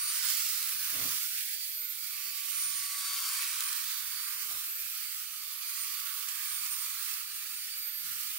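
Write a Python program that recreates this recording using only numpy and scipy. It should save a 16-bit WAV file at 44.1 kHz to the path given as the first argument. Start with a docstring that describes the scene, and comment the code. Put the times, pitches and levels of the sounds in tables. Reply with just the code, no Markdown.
"""On a carpet, close to a stereo microphone, a cordless stick vacuum on high power is pushed to and fro.
Turbulent air hisses in under the floor head, and edge tones whistle where a gap narrows.
The fan motor whines at harmonics of its shaft speed, which follows the load.
Crumbs and grit tick up the tube by impact; the head's resonances rumble softly as it bumps over the pile."""
import sys
import numpy as np
from scipy import signal
from scipy.fft import rfft, irfft, next_fast_len
from scipy.io import wavfile
from scipy.ndimage import uniform_filter1d, map_coordinates

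SR = 44100
rng = np.random.default_rng(int(sys.argv[2]) if len(sys.argv) > 2 else 0)


def transcribe(signal):
    """Save signal, clipped to [-1, 1], as a 16-bit WAV file at the path in sys.argv[1]."""
    frames = np.atleast_2d(signal).T
    limited = np.clip(frames, -1, 1)
    pcm = np.round(limited * 32767).astype(np.int16)
    wavfile.write(sys.argv[1], SR, pcm)


N = 369558

# air drawn under the head, swelling with each stroke: (time [s], level [dB])
SUCTION_LEVEL = [(0, -42.5), (.3, -34), (.78, -40), (1.06, -37.5), (1.5, -43), (1.85, -46.5), (2.45, -41.5),
                 (3.05, -40), (3.25, -38), (3.63, -39.5), (4.05, -42), (4.4, -43.5), (4.54, -41.5),
                 (4.68, -45.5), (5.1, -44), (5.42, -47), (5.76, -43), (6.25, -42.5), (6.85, -42),
                 (7.0, -43.5), (7.11, -42.5), (7.27, -46.5), (7.62, -45), (7.93, -50), (8.1, -42.5),
                 (8.38, -44.5)]
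USUAL_SUCTION_DB = -43
# place of the floor head: (time [s], lag of the left microphone [ms], left minus right level [dB])
HEAD_PATH = [(0, 0.038, -7), (.56, 0.053, -5.5), (1.2, 0.092, -5), (2.1, 0.0765, -6.5), (2.68, 0.04, -7),
             (3.14, -0.012, 0), (3.66, 0.044, -5.5), (4.22, 0.091, -5.5), (5.1, .083, -5),
             (5.75, 0.067, -7), (6.8, 0.093, -6.4), (7.6, 0.089, -4), (8.38, 0.087, -5.5)]
# spectrum of the rushing air: (frequency [Hz], relative level [dB])
AIR_SPECTRUM = [(1300, -5.5), (1650, -9), (2300, -4), (2750, -6), (4200, -5), (5500, -4), (6800, -6),
                (8500, -4), (11200, -4.5), (12500, -1.5), (14000, 1.5), (15500, 4.5)]
# hiss arriving straight from the head: (frequency [Hz], share of power [0-1])
DIRECT_SHARE = [(900, 0.92), (1300, 0.54), (1900, 0.82), (4000, 0.23), (10000, 0.39), (15000, 0.33)]
# the fizz is dullest with the head centred and brightens as it swings aside:
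# (lag of the left microphone [ms], gain [dB])
FIZZ_GAIN = [(0, -6), (.05, -4.5), (.09, -1.7)]
# the cavity under the head sets the lower edge of the hiss: (time [s], frequency [Hz])
CAVITY_EDGE = [(0, 1010), (.56, 1130), (1.15, 1034), (1.45, 1410), (1.75, 1270), (2.08, 1170), (2.35, 1220),
               (3.2, 947), (3.86, 1030), (4.22, 993), (5.1, 1200), (5.75, 1060), (6.16, 1086), (6.78, 960),
               (7.72, 1197), (8.38, 1080)]
# a hollow in the low part of the hiss: (time [s], depth [dB])
HOLLOW_DEPTH = [(0, 0), (1.4, 1.5), (2.3, 6), (2.8, 4), (3.4, -1.5), (4.4, -1.5), (5.4, 4.5), (6.1, 0),
                (8.38, -0.5)]
HOLLOW_HZ, HOLLOW_WIDTH_HZ = 1620, 520
# echoes from nearby surfaces: (delay [ms], added delay per microphone lag [ms/ms], gain [0-1])
REFLECTIONS = [(2.9, 21.5, 0.15), (6.3, -26.5, 0.04)]
# the fan slows and speeds up with its load: (time [s], change of shaft speed [Hz])
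SHAFT_DRIFT = [(0, -6.5), (.2, -5.5), (.66, -4.5), (.78, -1), (1.15, -1.28), (1.42, 7), (1.57, 1.5),
               (2.15, 1.05), (2.4, 3), (2.56, -6), (2.78, -7.5), (2.92, 2), (3.17, 0.96), (3.3, -8.5),
               (3.78, -5.5), (3.93, -0.5), (4.68, -2.35), (4.9, 7), (5.03, 0), (5.6, -1.33), (5.9, 1.7),
               (6.36, -1.5), (6.57, -6), (6.75, -1), (6.93, -10), (7.2, -1), (7.48, -3.5), (7.85, 4.5),
               (8.38, 0.5)]
# hum at the shaft speed, from the rotor's unbalance: (time [s], level [dB])
UNBALANCE_LEVEL = [(0, -56.5), (.5, -86), (2.0, -76), (2.2, -63), (3.13, -53.5), (3.7, -61.5), (4.6, -80),
                   (5.3, -70), (6.15, -57.5), (6.35, -66), (6.76, -66), (7.1, -77), (8.38, -84)]
# whine at four times the shaft speed: (time [s], level [dB])
FOURTH_LEVEL = [(0, -43.5), (.7, -51), (1.0, -45.5), (1.35, -51), (1.6, -48.5), (1.9, -55), (2.1, -50),
                (2.8, -53), (3.13, -44), (3.65, -54.5), (4.22, -46), (4.5, -54), (5.25, -51), (5.72, -50.5),
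                (5.98, -54), (7.05, -51), (7.45, -52.5), (7.82, -47), (8.38, -55)]
# the eighth harmonic flares, mostly when the fan labours: (time [s], rise [dB], half length [s])
EIGHTH_FLARES = [(0, 15.5, 0.26), (.78, 9, .08), (2.657, 17.5, 0.11), (3.07, 5, .07), (3.7, 9, 0.18),
                 (5.786, 10, 0.081), (6.53, 10.5, 0.044), (6.782, 10.5, 0.074)]
# whistles between head and carpet: (base level [dB], pitch path [(time [s], frequency [Hz]), ...])
EDGE_TONES = [(-50, [(1.65, 13350), (1.77, 13430), (1.8, 13780), (1.85, 13760), (1.87, 13420),
              (1.925, 13330), (1.99, 12320), (2.38, 12220)]), (-43, [(2.4, 11620), (2.5, 11340),
              (2.66, 11280)]), (-50, [(2.8, 11250), (3.02, 11850), (3.21, 11380)]), (-48, [(4.63, 13400),
              (4.815, 13400), (4.875, 12350), (4.99, 12150)]), (-50, [(5.3, 11580), (5.54, 11350),
              (5.7, 11520), (5.97, 11600), (6.09, 12050)]), (-48.5, [(7.73, 11450), (7.79, 13100),
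              (7.825, 13260), (7.865, 13740), (7.905, 13780), (7.94, 13220), (8.05, 13240)])]
# a narrower gap whistles higher and louder: (frequency [Hz], gain [dB])
GAP_GAIN = [(12300, -0.5), (13300, 9)]
# larger crumbs hitting the tube: (time [s], peak level before filtering and panning [dB])
CRUMB_HITS = [(0.627, -18), (0.6914, -19), (3.606, -16.5), (3.7284, -19), (4.2114, -28), (5.942, -27),
              (6.2866, -19), (6.6613, -18), (7.1394, -21)]
# spectrum of the fine grit: (frequency [Hz], relative level [dB])
GRIT_SPECTRUM = [(900, -62), (2000, -13), (6000, -11), (11000, -1), (15000, -1)]
# the head bumps and drags over the pile: (time [s], rms level [dB], half length [s], upper edge [Hz])
SHOVES = [(0.45, -73, 0.41, 202), (0.998, -56.5, 0.044, 900), (1.046, -51.5, 0.046, 520),
          (2.6, -81, 0.087, 80), (3.504, -81, 0.13, 75), (3.895, -73, 0.032, 80), (4.19, -75, 0.098, 90),
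          (4.522, -64, 0.058, 1210), (4.87, -76, 0.13, 150), (6.57, -72, 0.074, 64.2),
          (7.248, -79.5, 0.2, 90), (8.076, -68, 0.064, 260)]
# resonances of the floor head and wand: (frequency [Hz], bandwidth [Hz], level [dB])
SHELL_MODES = [(72.6, 16, -1.5), (115, 17, 3.5), (168, 40, -3.5), (268, 21, 3), (322, 24, -2),
               (430, 50, -5.5), (512, 52, -9), (670, 190, 1)]
# spectrum of the room's low rumble: (frequency [Hz], relative level [dB])
ROOM_SPECTRUM = [(20, -7), (60, -9.5), (85, -6.5), (120, 0.5), (174, -3), (250, -2.5), (335, 0.5),
                 (420, -3), (800, -3.5), (1050, -3), (1700, -70)]


def suction(hiss_db, patchy_db, flutter_db, edge_order, lip_db):
    """Turbulence at the floor head radiates broadband noise, heard directly and by way of the room."""
    f, t, (jet, left, right) = signal.stft(rng.standard_normal((3, N)), SR, nperseg=1024)
    hz = f[:, None] + 1
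    flow_db = airflow(t)
    lag_ms, pan_db = curves(HEAD_PATH, t)
    # the duct's throat and the fizz at the lips swell less with the airflow than the rest
    throat_db = -0.29 * flow_db * along([(3200, 0.96), (5800, 0.076)], hz)
    fizz_db = -0.095 * flow_db + np.interp(lag_ms, *np.transpose(FIZZ_GAIN))
    colour_db = along(AIR_SPECTRUM, hz) + throat_db + fizz_db * along([(9500, 0), (14000, 1)], hz)
    # the cavity under the head resonates just above the edge and radiates little below it
    edge_ratio = hz / curves(CAVITY_EDGE, t)[0]
    highpass = 1 / np.sqrt(1 + (1.092 / edge_ratio) ** edge_order)
    colour_db += lip_db / (1 + ((edge_ratio - 1.18) / 0.08) ** 2)
    colour_db -= curves(HOLLOW_DEPTH, t)[0] * np.exp(-(2 * (hz - HOLLOW_HZ) / HOLLOW_WIDTH_HZ) ** 2)
    # eddies brighten patches of the spectrum for a moment
    patches = uniform_filter1d(rng.standard_normal(jet.shape), size=6, axis=0)
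    eddies = unit(uniform_filter1d(patches, size=14, axis=1))
    colour_db += patchy_db * eddies * along([(2500, 0.78), (7000, 0.59)], hz)
    share = along(DIRECT_SHARE, hz)
    direct = jet * np.exp(1j * np.pi * hz * np.array([-lag_ms, lag_ms])[:, None] / 1000)
    diffuse = np.array([left, right])
    pair = (np.sqrt(share) * direct + np.sqrt(1 - share) * diffuse) * echo_ripple(hz, lag_ms)
    # the left microphone is shaded most in the low part of the hiss
    shade_db = along([(900, -4), (1650, -7.5), (2200, -6), (3200, 0.5), (10000, 0.5), (15000, -1.5)], hz)
    pair = pair * panned(pan_db + shade_db) * highpass * amp(hiss_db + flow_db + colour_db)
    flutter = amp(flutter_db * (wobble(30) + wobble(110) / 2))
    return signal.istft(pair, SR, nperseg=1024)[1][:, :N] * flutter


def airflow(t=None):
    """Flow noise grows with the flow, given here in dB above its usual strength."""
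    return curves(SUCTION_LEVEL, t)[0] - USUAL_SUCTION_DB


def echo_ripple(hz, lag_ms):
    """Comb filtering: echoes interfere with the hiss, and the comb slides as the head moves."""
    ripple = 1
    for delay_ms, slide, gain in REFLECTIONS:
        delay_s = (delay_ms + slide * lag_ms + rng.normal(0, .12, (2, 1, 1))) / 1000
        # carpet and furniture return little treble
        ripple = ripple + gain / (1 + (hz / 4800) ** 2) * np.exp(-2j * np.pi * hz * delay_s)
    return np.abs(ripple)


def motor(nominal_hz, jitter_hz, flutter_db):
    """Periodic forcing: the fan sounds at its shaft speed and at the fourth and eighth harmonics."""
    shaft_hz = nominal_hz + curves(SHAFT_DRIFT)[0] + jitter_hz * wobble(70)
    flare_db = sum(db * swell(s, half) for s, db, half in EIGHTH_FLARES)
    # the handle moves through the standing waves of the room, so the whine flutters
    fourth_db = curves(FOURTH_LEVEL)[0] + flutter_db * wobble(22)
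    eighth_db = -51.5 + 0.11 * airflow() + flare_db + flutter_db * wobble(32)
    unbalance = tone(shaft_hz, curves(UNBALANCE_LEVEL)[0], scatter=0.23, fade_rate=2.7)
    fourth = tone(4 * shaft_hz, fourth_db, scatter=0.45, fade_rate=11, pan_db=-1.5)
    eighth = tone(8 * shaft_hz, eighth_db, scatter=0.66, fade_rate=15, pan_db=1)
    return unbalance + fourth + eighth


def whistle(attack_s, release_s):
    """Edge tone: air crossing a narrow gap oscillates at a pitch that shakes with the turbulence."""
    t = np.arange(N) / SR
    hz, = curves([point for _, pitch in EDGE_TONES for point in pitch])
    gate = np.zeros(N)
    for db, pitch in EDGE_TONES:
        start, end = pitch[0][0], pitch[-1][0]
        gate += amp(db) * np.clip(np.minimum((t - start) / attack_s, (end - t) / release_s), 0, 1)
    shaken_hz = hz + 45 * wobble(260) + 35 * wobble(25)
    gain_db = along(GAP_GAIN, hz) + 2.8 * wobble(55)
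    return gate * tone(shaken_hz, gain_db, scatter=0.5, fade_rate=9.1)


def tone(hz, level_db, scatter, fade_rate, pan_db=0):
    """Multipath interference: a tone from the moving cleaner fades differently at each microphone."""
    lag_ms, head_pan_db = curves(HEAD_PATH)
    direct = np.exp(1j * np.pi * hz * np.array([-lag_ms, lag_ms]) / 1000)
    reflected = unit(np.array([wobble(fade_rate) + 1j * wobble(fade_rate) for _ in range(2)]))
    paths = (direct + scatter * reflected) * panned(head_pan_db + pan_db)
    paths /= np.sqrt(np.mean(np.abs(paths) ** 2, axis=0))
    return amp(level_db) * np.sqrt(2) * np.real(paths * np.exp(2j * np.pi * np.cumsum(hz) / SR))


def crumbs(small_count, t60_s):
    """Damped impacts on the plastic tube: a few large crumbs, and small ones that ride on the airflow."""
    suction_db = curves(SUCTION_LEVEL)[0]
    small = [(when * N / SR, suction_db[int(when * N)] + 12 + 6 * size ** 2)
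             for when, size in rng.random((small_count, 2))]
    t = np.arange(SR // 50) / SR
    ticks = np.zeros((2, N + SR))
    for s, db in list(CRUMB_HITS) + small:
        tick = amp(-60 * t / t60_s) * rng.standard_normal((2, len(t)))
        start = round(s * SR)
        ticks[:, start:start + len(t)] += amp(db) * tick / np.abs(tick).max()
    in_tube = filtered(ticks[:, :N], lambda hz: amp(along([(1000, -40), (2000, -4), (6000, 0)], hz)))
    return in_tube * panned(curves(HEAD_PATH)[1])


def grit(grains_per_s, spread_db, t60_s, usual_db):
    """Shot noise: fine grains strike the tube at random and merge into a sputter of tiny ticks."""
    hits = (rng.random(N) < grains_per_s / SR) * amp(spread_db * np.clip(rng.standard_normal(N), -2, 2))
    decay = amp(-60 * np.arange(SR // 50) / SR / t60_s)
    bursts = signal.fftconvolve(hits, decay)[:N]
    ticks = filtered(bursts * rng.standard_normal((2, N)), lambda hz: amp(along(GRIT_SPECTRUM, hz)))
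    return unit(ticks) * amp(usual_db + airflow()) * panned(curves(HEAD_PATH)[1])


def bumps():
    """Forced vibration: each shove shakes the head unevenly; a gentle one excites only its low modes."""
    jolts = amp(1.4 * wobble(45))
    rumble = np.zeros(N)
    for s, db, half, top_hz in SHOVES:
        shove = swell(s, half)
        ringing = filtered(rng.standard_normal(N), lambda hz: shell(hz) / (1 + (hz / top_hz) ** 4))
        shake = shove * jolts * ringing
        rumble += amp(db) * shake * np.linalg.norm(shove) / np.linalg.norm(shake)
    return rumble


def shell(hz):
    """Modal response: the head's resonances add in power; so small a body radiates little deep bass."""
    power = sum(amp(db) ** 2 / (1 + (2 * (hz - centre) / width) ** 2)
                for centre, width, db in SHELL_MODES)
    return np.sqrt(power) * hz ** 2 / (hz ** 2 + 45 ** 2)


def background():
    """Noise floor: a faint rumble in the room, and the little hiss that spills below the cavity's edge."""
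    rumble = amp(-76.5 + 1.3 * wobble(5)) * noise(ROOM_SPECTRUM)
    spill = np.array([noise([(80, -19), (250, -16), (450, -8), (850, 8), (1300, -8.5)]) for _ in range(2)])
    return rumble + spill * amp([[-90.5], [-78]]) * amp(.4 * airflow())


def amp(db):
    """Amplitude ratio of a level in decibels."""
    return 10 ** (np.asarray(db) / 20)


def unit(x):
    """Normalisation to rms 1."""
    return x / np.sqrt(np.mean(np.abs(x) ** 2) + 1e-20)


def along(points, hz):
    """Interpolation of (frequency [Hz], value) points on a logarithmic axis."""
    f, v = np.transpose(points)
    return np.interp(np.log(hz + 1), np.log(f + 1), v)


def curves(rows, t=None):
    """Linear interpolation of each column after the time, at times t (every sample by default)."""
    s, *cols = np.transpose(rows)
    return [np.interp(np.arange(N) / SR if t is None else t, s, c) for c in cols]


def wobble(rate):
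    """Random modulation: a smooth curve through rate knots a second."""
    return map_coordinates(rng.standard_normal(int(N * rate / SR) + 4), [np.arange(N) * rate / SR])


def swell(s, half):
    """Hyperbolic secant envelope that peaks at 1 at time s."""
    return 1 / np.cosh(np.clip((np.arange(N) / SR - s) / half, -20, 20))


def filtered(x, response):
    """Linear filtering: the spectrum of x times a frequency response."""
    m = next_fast_len(N + SR // 2)
    return irfft(rfft(x, m) * response(np.fft.rfftfreq(m, 1 / SR)), m)[..., :N]


def noise(spectrum):
    """Spectral shaping of white noise by (frequency [Hz], level [dB]) points, at rms 1."""
    return unit(filtered(rng.standard_normal(N), lambda hz: amp(along(spectrum, hz))))


def panned(pan_db):
    """Constant-power panning: left and right gains for a level difference."""
    pair = amp([pan_db / 2, -pan_db / 2])
    return pair / np.sqrt(np.mean(pair ** 2, axis=0))


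def scene():
    """Superposition: the pressures of all sources add at the two microphones."""
    air = suction(hiss_db=-31.5, patchy_db=2.3, flutter_db=0.65, edge_order=17.8, lip_db=1.5)
    whine = motor(nominal_hz=1138, jitter_hz=0.25, flutter_db=2.5)
    whistles = whistle(attack_s=0.028, release_s=0.044)
    ticks = crumbs(small_count=100, t60_s=0.027)
    sputter = grit(grains_per_s=350, spread_db=6.5, t60_s=0.004, usual_db=-46)
    return air + whine + whistles + ticks + sputter + bumps() + background()


def record(dry):
    """Band limiting: an ideal low-pass filter removes the highest treble."""
    return filtered(dry, lambda hz: hz < 15780)


dry = scene()
out = record(dry)
transcribe(out)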